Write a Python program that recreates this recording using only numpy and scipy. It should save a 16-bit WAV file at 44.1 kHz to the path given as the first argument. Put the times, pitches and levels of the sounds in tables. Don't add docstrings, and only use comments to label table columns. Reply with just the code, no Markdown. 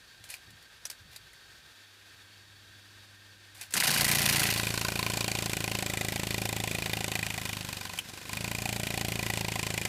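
import sys
import numpy as np
from scipy import signal
from scipy.fft import rfft, irfft
from scipy.io import wavfile

SR = 44100
rng = np.random.default_rng(int(sys.argv[2]) if len(sys.argv) > 2 else 0)


def log_audio(samples):
    frames = np.atleast_2d(samples).T
    limited = np.clip(frames, -1, 1)
    pcm = np.round(limited * 32767).astype(np.int16)
    wavfile.write(sys.argv[1], SR, pcm)


N = 435708
TIME = np.arange(N) / SR

# frequency in Hz, relative level in dB per Hz.
CLAP_COLOUR = [(350, -66), (600, -4.5), (1000, -5), (1250, -11), (2400, -4.5), (4500, -9), (6000, -10.5),
               (8000, -10.5), (13000, -16), (16000, -13.5)]
# frequency in Hz, relative level in dB per Hz.
BRUSH_COLOUR = [(240, -31), (400, -7.5), (512, -5), (789, -3), (1200, -7.5), (1530, 0.5), (4800, -0.5),
                (9920, 1.5), (14600, -6.5), (16000, 2.5)]
# time in seconds, how far it is turned away (signed, no unit),
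# closeness over the board (0 to 1).
POSE = [(3.75, 0.15, 0.74), (4.4, 0.18, 0.68), (4.48, 0.73, 0.34), (4.85, -1.35, 0.26), (5.9, 0.72, 0.34),
        (7.3, 1, 0.13), (7.7, -0.099, 0.6), (7.9, -0.38, 0.37), (8.35, 0.21, 0.28), (8.6, 0.6, 0.43),
        (9.88, 1, 0.16)]


def amp(db):
    return 10 ** (np.asarray(db) / 20)


def rms_one(x):
    return x / np.sqrt(np.mean(x ** 2) + 1e-20)


def in_time(rows):
    s, *columns = np.transpose(rows)
    return [np.interp(TIME, s, column) for column in columns]


def noise(colour):
    hz, db = np.transpose(colour)
    grid = np.maximum(np.fft.rfftfreq(N, 1 / SR), 1)
    gain = amp(np.interp(np.log(grid), np.log(hz), db))
    return rms_one(irfft(rfft(rng.standard_normal(N)) * gain, N))


def band(x, low_hz, high_hz):
    sos = signal.butter(2, [low_hz, min(high_hz, .45 * SR)], "band", fs=SR, output="sos")
    return signal.sosfilt(sos, x)


def resonances(x, peaks):
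    out = 0
    for k, (hz, width, db) in enumerate(peaks):
        r = np.exp(-np.pi * width / SR)
        poles = [1, -2 * r * np.cos(2 * np.pi * hz / SR), r * r]
        out = out + (-1) ** k * amp(db) * signal.lfilter([1 - r, 0, r - 1], poles, x)
    return out


def grain(rate_hz, spread_db):
    r = np.exp(-2 * np.pi * rate_hz / SR)
    wander = rms_one(signal.lfilter([1], [1, -2 * r, r * r], rng.standard_normal(N)))
    return amp(spread_db * wander)


def crackle(gate, colour, rough_db):
    return gate * grain(470, rough_db) * noise(colour)


def room():
    # time in seconds, rumble in dB, relative hum level in dB.
    room_levels = [(0, -69, -82), (1.7, -68, -89), (1.78, -81, -74), (2.3, -69, -68.5), (3.0, -69.5, -66.5),
                   (9.9, -61, -93)]
    # start in seconds, relative level in dB, decay t60 in seconds.
    thuds = [(0.199, -49, 0.15), (0.469, -36, 0.18), (0.519, -45, 0.12), (0.998, -46, 0.22),
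             (1.049, -48, 0.18)]
    # frequency in Hz, relative level in dB.
    hum_partials = [(50.1, -29), (100.1, 1), (200.1, -12.5), (299.5, -13.5), (350, -17)]
    # frequency in Hz, relative level in dB per Hz.
    air_colour = [(71, -52), (120, -18), (140, -23), (301, -15), (656, -17.5), (1010, -17), (1580, -15.5),
                  (2430, -13.5), (4320, -16.5), (5300, -18), (14400, -29), (16000, -21)]
    # frequency in Hz, width in Hz, relative level in dB.
    fan_bands = [(1274, 15, -9), (1581, 83, 4.5), (1835, 34, 0), (2160, 30, -32), (2660, 380, -22),
                 (2860, 76, -26), (3195, 29, -6.5), (3440, 68, 1.5), (3744, 69, -4), (3940, 18, 3.5),
                 (4240, 51, -12), (4470, 34, 5.5), (4640, 45, -14), (4740, 89, 0)]

    rumble_db, hum_db = in_time(room_levels)
    low = rms_one(band(rng.standard_normal(N), 43, 136))
    thud_gain = 0
    for s, db, t60 in thuds:
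        fade_db = -60 * np.maximum(TIME - s, 0) / t60
        thud_gain = thud_gain + amp(db - 9 + fade_db) * np.clip((TIME - s) / 0.016, 0, 1)
    hum = sum(amp(db + 7) * np.sin(2 * np.pi * hz * TIME) for hz, db in hum_partials)
    air = noise(air_colour)
    air = air + amp(9.5) * resonances(air, fan_bands)
    rumble_gain = amp(rumble_db) * grain(2.4, 2.0)
    return amp(-57.5) * grain(16, 0.86) * air + (rumble_gain + thud_gain) * low + amp(hum_db) * hum


def ticks():
    # start in seconds, relative level in dB, centre in Hz, decay t60 in seconds,
    # level of the band at the centre in dB.
    tick_rows = [(0.239, -36.5, 3780, 0.13, 0), (0.3008, -27.5, 10500, 0.072, -6),
                 (0.339, -28, 2390, 0.031, 11), (0.5038, -40.5, 1570, 0.068, -6),
                 (0.625, -43, 1650, 0.045, -3), (0.852, -22.5, 5530, 0.053, 4),
                 (0.8644, -37, 7230, 0.064, 5), (0.8995, -23.5, 5070, 0.048, 0),
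                 (0.911, -36, 4280, 0.12, 4), (1.1606, -30, 4300, 0.061, 1), (1.331, -43, 1810, 0.076, 7),
                 (3.6113, -28, 2160, 0.066, -6), (3.7065, -34, 4670, 0.09, -1),
                 (3.7229, -32, 2320, 0.11, -2), (3.7374, -14.5, 7900, 0.081, -1),
                 (7.975, -38, 2290, 0.045, -5), (7.987, -20, 2800, 0.055, 14.5)]
    out, bright = np.zeros(N), noise(BRUSH_COLOUR)
    age = TIME[:6000]
    for s, db, hz, t60, lift_db in tick_rows:
        i = round(s * SR)
        decay = amp(-60 * age / t60) + 1.3 * amp(-60 * age / 0.018)
        puff = bright[i:i + 6000] * decay * np.minimum(age / 0.0021, 1)
        broad = band(puff, hz * 0.11, SR)
        centre = band(puff, hz * 0.85, hz * 1.17)
        out[i:i + 6000] += amp(db - 9.5) * (broad + amp(lift_db) * centre)
    return out


def wing_ring(x):
    # frequency in Hz, width in Hz, level in dB, dB gained as the beetle turns away.
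    membrane_modes = [(556, 73, -9, 5), (764, 72, 7, 1.5), (1032, 58, 3.5, -2.5), (1519, 125, 3, -2.5),
                      (1990, 170, 0.5, 5.5), (2446, 155, 8, 1), (2880, 430, -3.5, 3), (3600, 200, 4, 1.7),
                      (4480, 790, -1.5, 0), (7580, 1260, 1, 1.5), (13250, 2200, -9.5, 2)]
    turned = in_time(POSE)[0]
    out = 0
    for k, (hz, width, db, lean_db) in enumerate(membrane_modes):
        drive = x * amp(lean_db * turned) * grain(2.3, 1.2)
        out = out + (-1) ** k * resonances(drive, [(hz, width, db)])
    return out


def membrane(gate, ring_db, rough_db):
    rub = crackle(gate, BRUSH_COLOUR, rough_db)
    return rub + amp(ring_db) * wing_ring(rub)


def scrapes():
    # start in seconds, length in seconds, relative level in dB.
    slides = [(0.285, 0.066, -50), (1.108, 0.057, -58.5), (3.544, 0.084, -55), (3.606, 0.028, -50.5)]
    rise_s, t60_s = 0.0069, 0.15
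    gate = 0
    for s, length, db in slides:
        fade_db = -60 * np.maximum(TIME - s - length, 0) / t60_s
        gate = gate + amp(db + fade_db) * np.clip((TIME - s) / rise_s, 0, 1)
    return membrane(gate, ring_db=6.5, rough_db=2.0)


def beat_count():
    # time in seconds, beats per second.
    beat_rate = [(3.75, 29.039), (4.25, 28.487), (4.5, 27.813), (5.31, 27.84), (6.04, 26.819),
                 (6.32, 27.173), (7.08, 27.129), (7.41, 26.559), (7.85, 23.851), (8.07, 25.237),
                 (8.34, 25.591), (8.41, 28.082), (8.71, 28.231), (9.88, 26.865)]
    first_clap_s = 3.7535
    count = np.cumsum(in_time(beat_rate)[0]) / SR
    return count - np.interp(first_clap_s, TIME, count)


def kicks(at, delay_s, spread_db, jitter_s):
    chance = rng.standard_normal((170, 2))
    on_beat = np.interp(np.arange(170) + at, beat_count(), TIME, right=99)
    when = on_beat + delay_s + jitter_s * chance[:, 0]
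    out, inside = np.full(N, 1e-18), when < TIME[-1]
    out[(when[inside] * SR).astype(int)] = amp(spread_db * chance[inside, 1])
    return out


def bursts(at, rise_s, t60, spread_db, jitter_s):
    rise, fall = np.exp(-1 / (rise_s * SR)), amp(-60 / (t60 * SR))
    dying = signal.lfilter([1], [1, -fall], kicks(at, 0, spread_db, jitter_s))
    return signal.lfilter([1 - rise], [1, -rise], dying)


def brushing_db():
    lift_s, lift_db_per_s, lift_loss_db, after_db_per_s = 4.366, 43.5, 27, 28
    since = np.maximum(TIME - lift_s, 0)
    return -25.5 - np.minimum(lift_db_per_s * since, lift_loss_db + after_db_per_s * since)


def brush():
    # share of the beat, relative level in dB, decay t60 in seconds.
    contacts = [(0.359, 2, 0.08), (.60, -0.5, 0.012)]
    strokes = sum(amp(db + 2) * bursts(at, 0.00081, t60, 0.73, 0.0007) for at, db, t60 in contacts)
    return membrane(amp(brushing_db()) * strokes, ring_db=3.0, rough_db=3.5)


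def clap_ring():
    gate = amp(brushing_db() - 1) * bursts(0.032, 0.00034, 0.011, 3.6, 0.00081)
    strike = crackle(gate, BRUSH_COLOUR, rough_db=5.5)
    return amp(5.5) * resonances(strike, [(1550, 290, 10.8), (2320, 250, 1.3)])


def air_rush(clap_db):
    # frequency in Hz, relative level in dB per Hz.
    rush_colour = [(60, -45), (150, 3), (250, -4.5), (700, -10), (1020, -13), (1300, -7), (2420, -8),
                   (5940, -10.5), (7970, -13.5), (14600, -19), (16000, -16)]
    rush_db = -46 + 0.1 * (clap_db - clap_db.max())
    stir_db = brushing_db() - 13
    return (amp(rush_db) + amp(stir_db)) * grain(67, 2.9) * noise(rush_colour)


def air_push(push_db, snap_db):
    # multiple of the beat rate, relative level in dB.
    free_orders = [(1, -27), (2, -13), (3, -10.5), (4, -1), (5, -20), (6, -2.5), (7, -9.5), (8, -24.5),
                   (9, -15), (10, -18), (11, -12), (12, -10.5), (13, -6), (14, -6.5), (15, -12), (16, -10),
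                   (17, -9.5), (18, -11), (19, -9), (20, -11.5), (21, -20), (22, -16), (23, -38), (24, -16)]
    # multiple of the beat rate, relative level in dB.
    board_orders = [(1, -32), (2, -6.5), (3, -10.5), (4, -3), (5, 10.5), (6, -16), (7, -0.5), (8, -10),
                    (9, -9), (10, -21), (11, -4), (12, -14.5), (13, -30), (14, -18), (15, -20), (16, -30),
                    (17, -34), (18, -41), (19, -26), (20, -22), (21, -6.5), (22, -8), (23, -45), (24, -24)]
    timing_wander = .004 * np.log(grain(15, 6.0))
    angle = 2 * np.pi * (beat_count() - .036 + timing_wander)
    near = np.clip(in_time(POSE)[1], 0, 1)
    low = high = 0
    for (k, free_db), (_, board_db) in zip(free_orders, board_orders):
        level = amp(free_db + near * (board_db - free_db)) * grain(3.4, 0.97)
        tone = level * np.sin(k * angle)
        if k <= 10:
            low = low + tone
        else:
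            high = high + tone
    swirl = amp(-16) * rms_one(band(rng.standard_normal(N), 60, 312))
    return amp(push_db) * (rms_one(low) + swirl) + amp(snap_db) * rms_one(high)


def wing_turn(clap_db):
    gate = amp(clap_db - 15) * bursts(0.522, 0.00035, 0.027, 1.6, 0.00056)
    flip = crackle(gate, BRUSH_COLOUR, rough_db=3.0)
    return flip + resonances(flip, [(3000, 390, 9.5)])


def vein_knocks(clap_db):
    # delay in seconds, relative level in dB.
    veins = [(0, 0), (.00205, -2.5), (.0041, -7), (.00615, -24)]
    return -amp(clap_db + 9) * sum(amp(db) * kicks(.004, delay, 2.7, .00003) for delay, db in veins)


def clap(clap_db):
    slap_gate = amp(clap_db - 8.0) * bursts(-0.013, 0.00065, 0.039, 1.0, 0.00024)
    slap = crackle(slap_gate, CLAP_COLOUR, rough_db=2.0)
    flutter_gate = amp(clap_db - 18.5) * bursts(0.23, 0.025, 0.078, 1.4, 0.00075)
    flutter = crackle(flutter_gate, CLAP_COLOUR, rough_db=3.5)
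    return slap + amp(5.5) * wing_ring(slap + vein_knocks(clap_db)) + flutter


def flight():
    # time in seconds, air push in dB, level of its multiples above the 10th in dB,
    # relative clap level in dB.
    wing_levels = [(3.75, -41, -54, -31), (3.9, -48.5, -60, -23.5), (4.0, -38, -49, -24.5),
                   (4.5, -36, -45.5, -24.5), (4.85, -36, -44.5, -20), (5.9, -37.5, -44, -23.5),
                   (6.4, -35.5, -44, -24), (7.12, -37.5, -46.5, -24.5), (7.28, -39, -56, -24),
                   (7.62, -42.5, -54, -26.5), (7.98, -50, -65, -32), (8.03, -56, -64, -46),
                   (8.12, -51, -59, -34.5), (8.23, -56, -58, -37), (8.33, -39.5, -64, -26.5),
                   (8.45, -37.5, -48.5, -25.5), (8.95, -35.5, -44.5, -25), (9.88, -37.5, -47.5, -24.5)]
    push_db, snap_db, clap_db = in_time(wing_levels)
    beating = np.clip((TIME - 3.735) / 0.0054, 0, 1)
    filling = np.clip((TIME - 3.74) / 0.13, 0, 1)
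    air = filling * air_push(push_db, snap_db) + air_rush(clap_db)
    claps = clap(clap_db) + clap_ring()
    return beating * (air + brush() + wing_turn(clap_db) + claps)


def scene():
    return (room() + ticks() + scrapes() + flight())[None]


def record(dry):
    overload_level, cutoff_hz = .42, 16500
    rounded = overload_level * np.tanh(dry / overload_level)
    return signal.sosfilt(signal.cheby2(10, 66, cutoff_hz, fs=SR, output="sos"), rounded)


dry = scene()
out = record(dry)
log_audio(out)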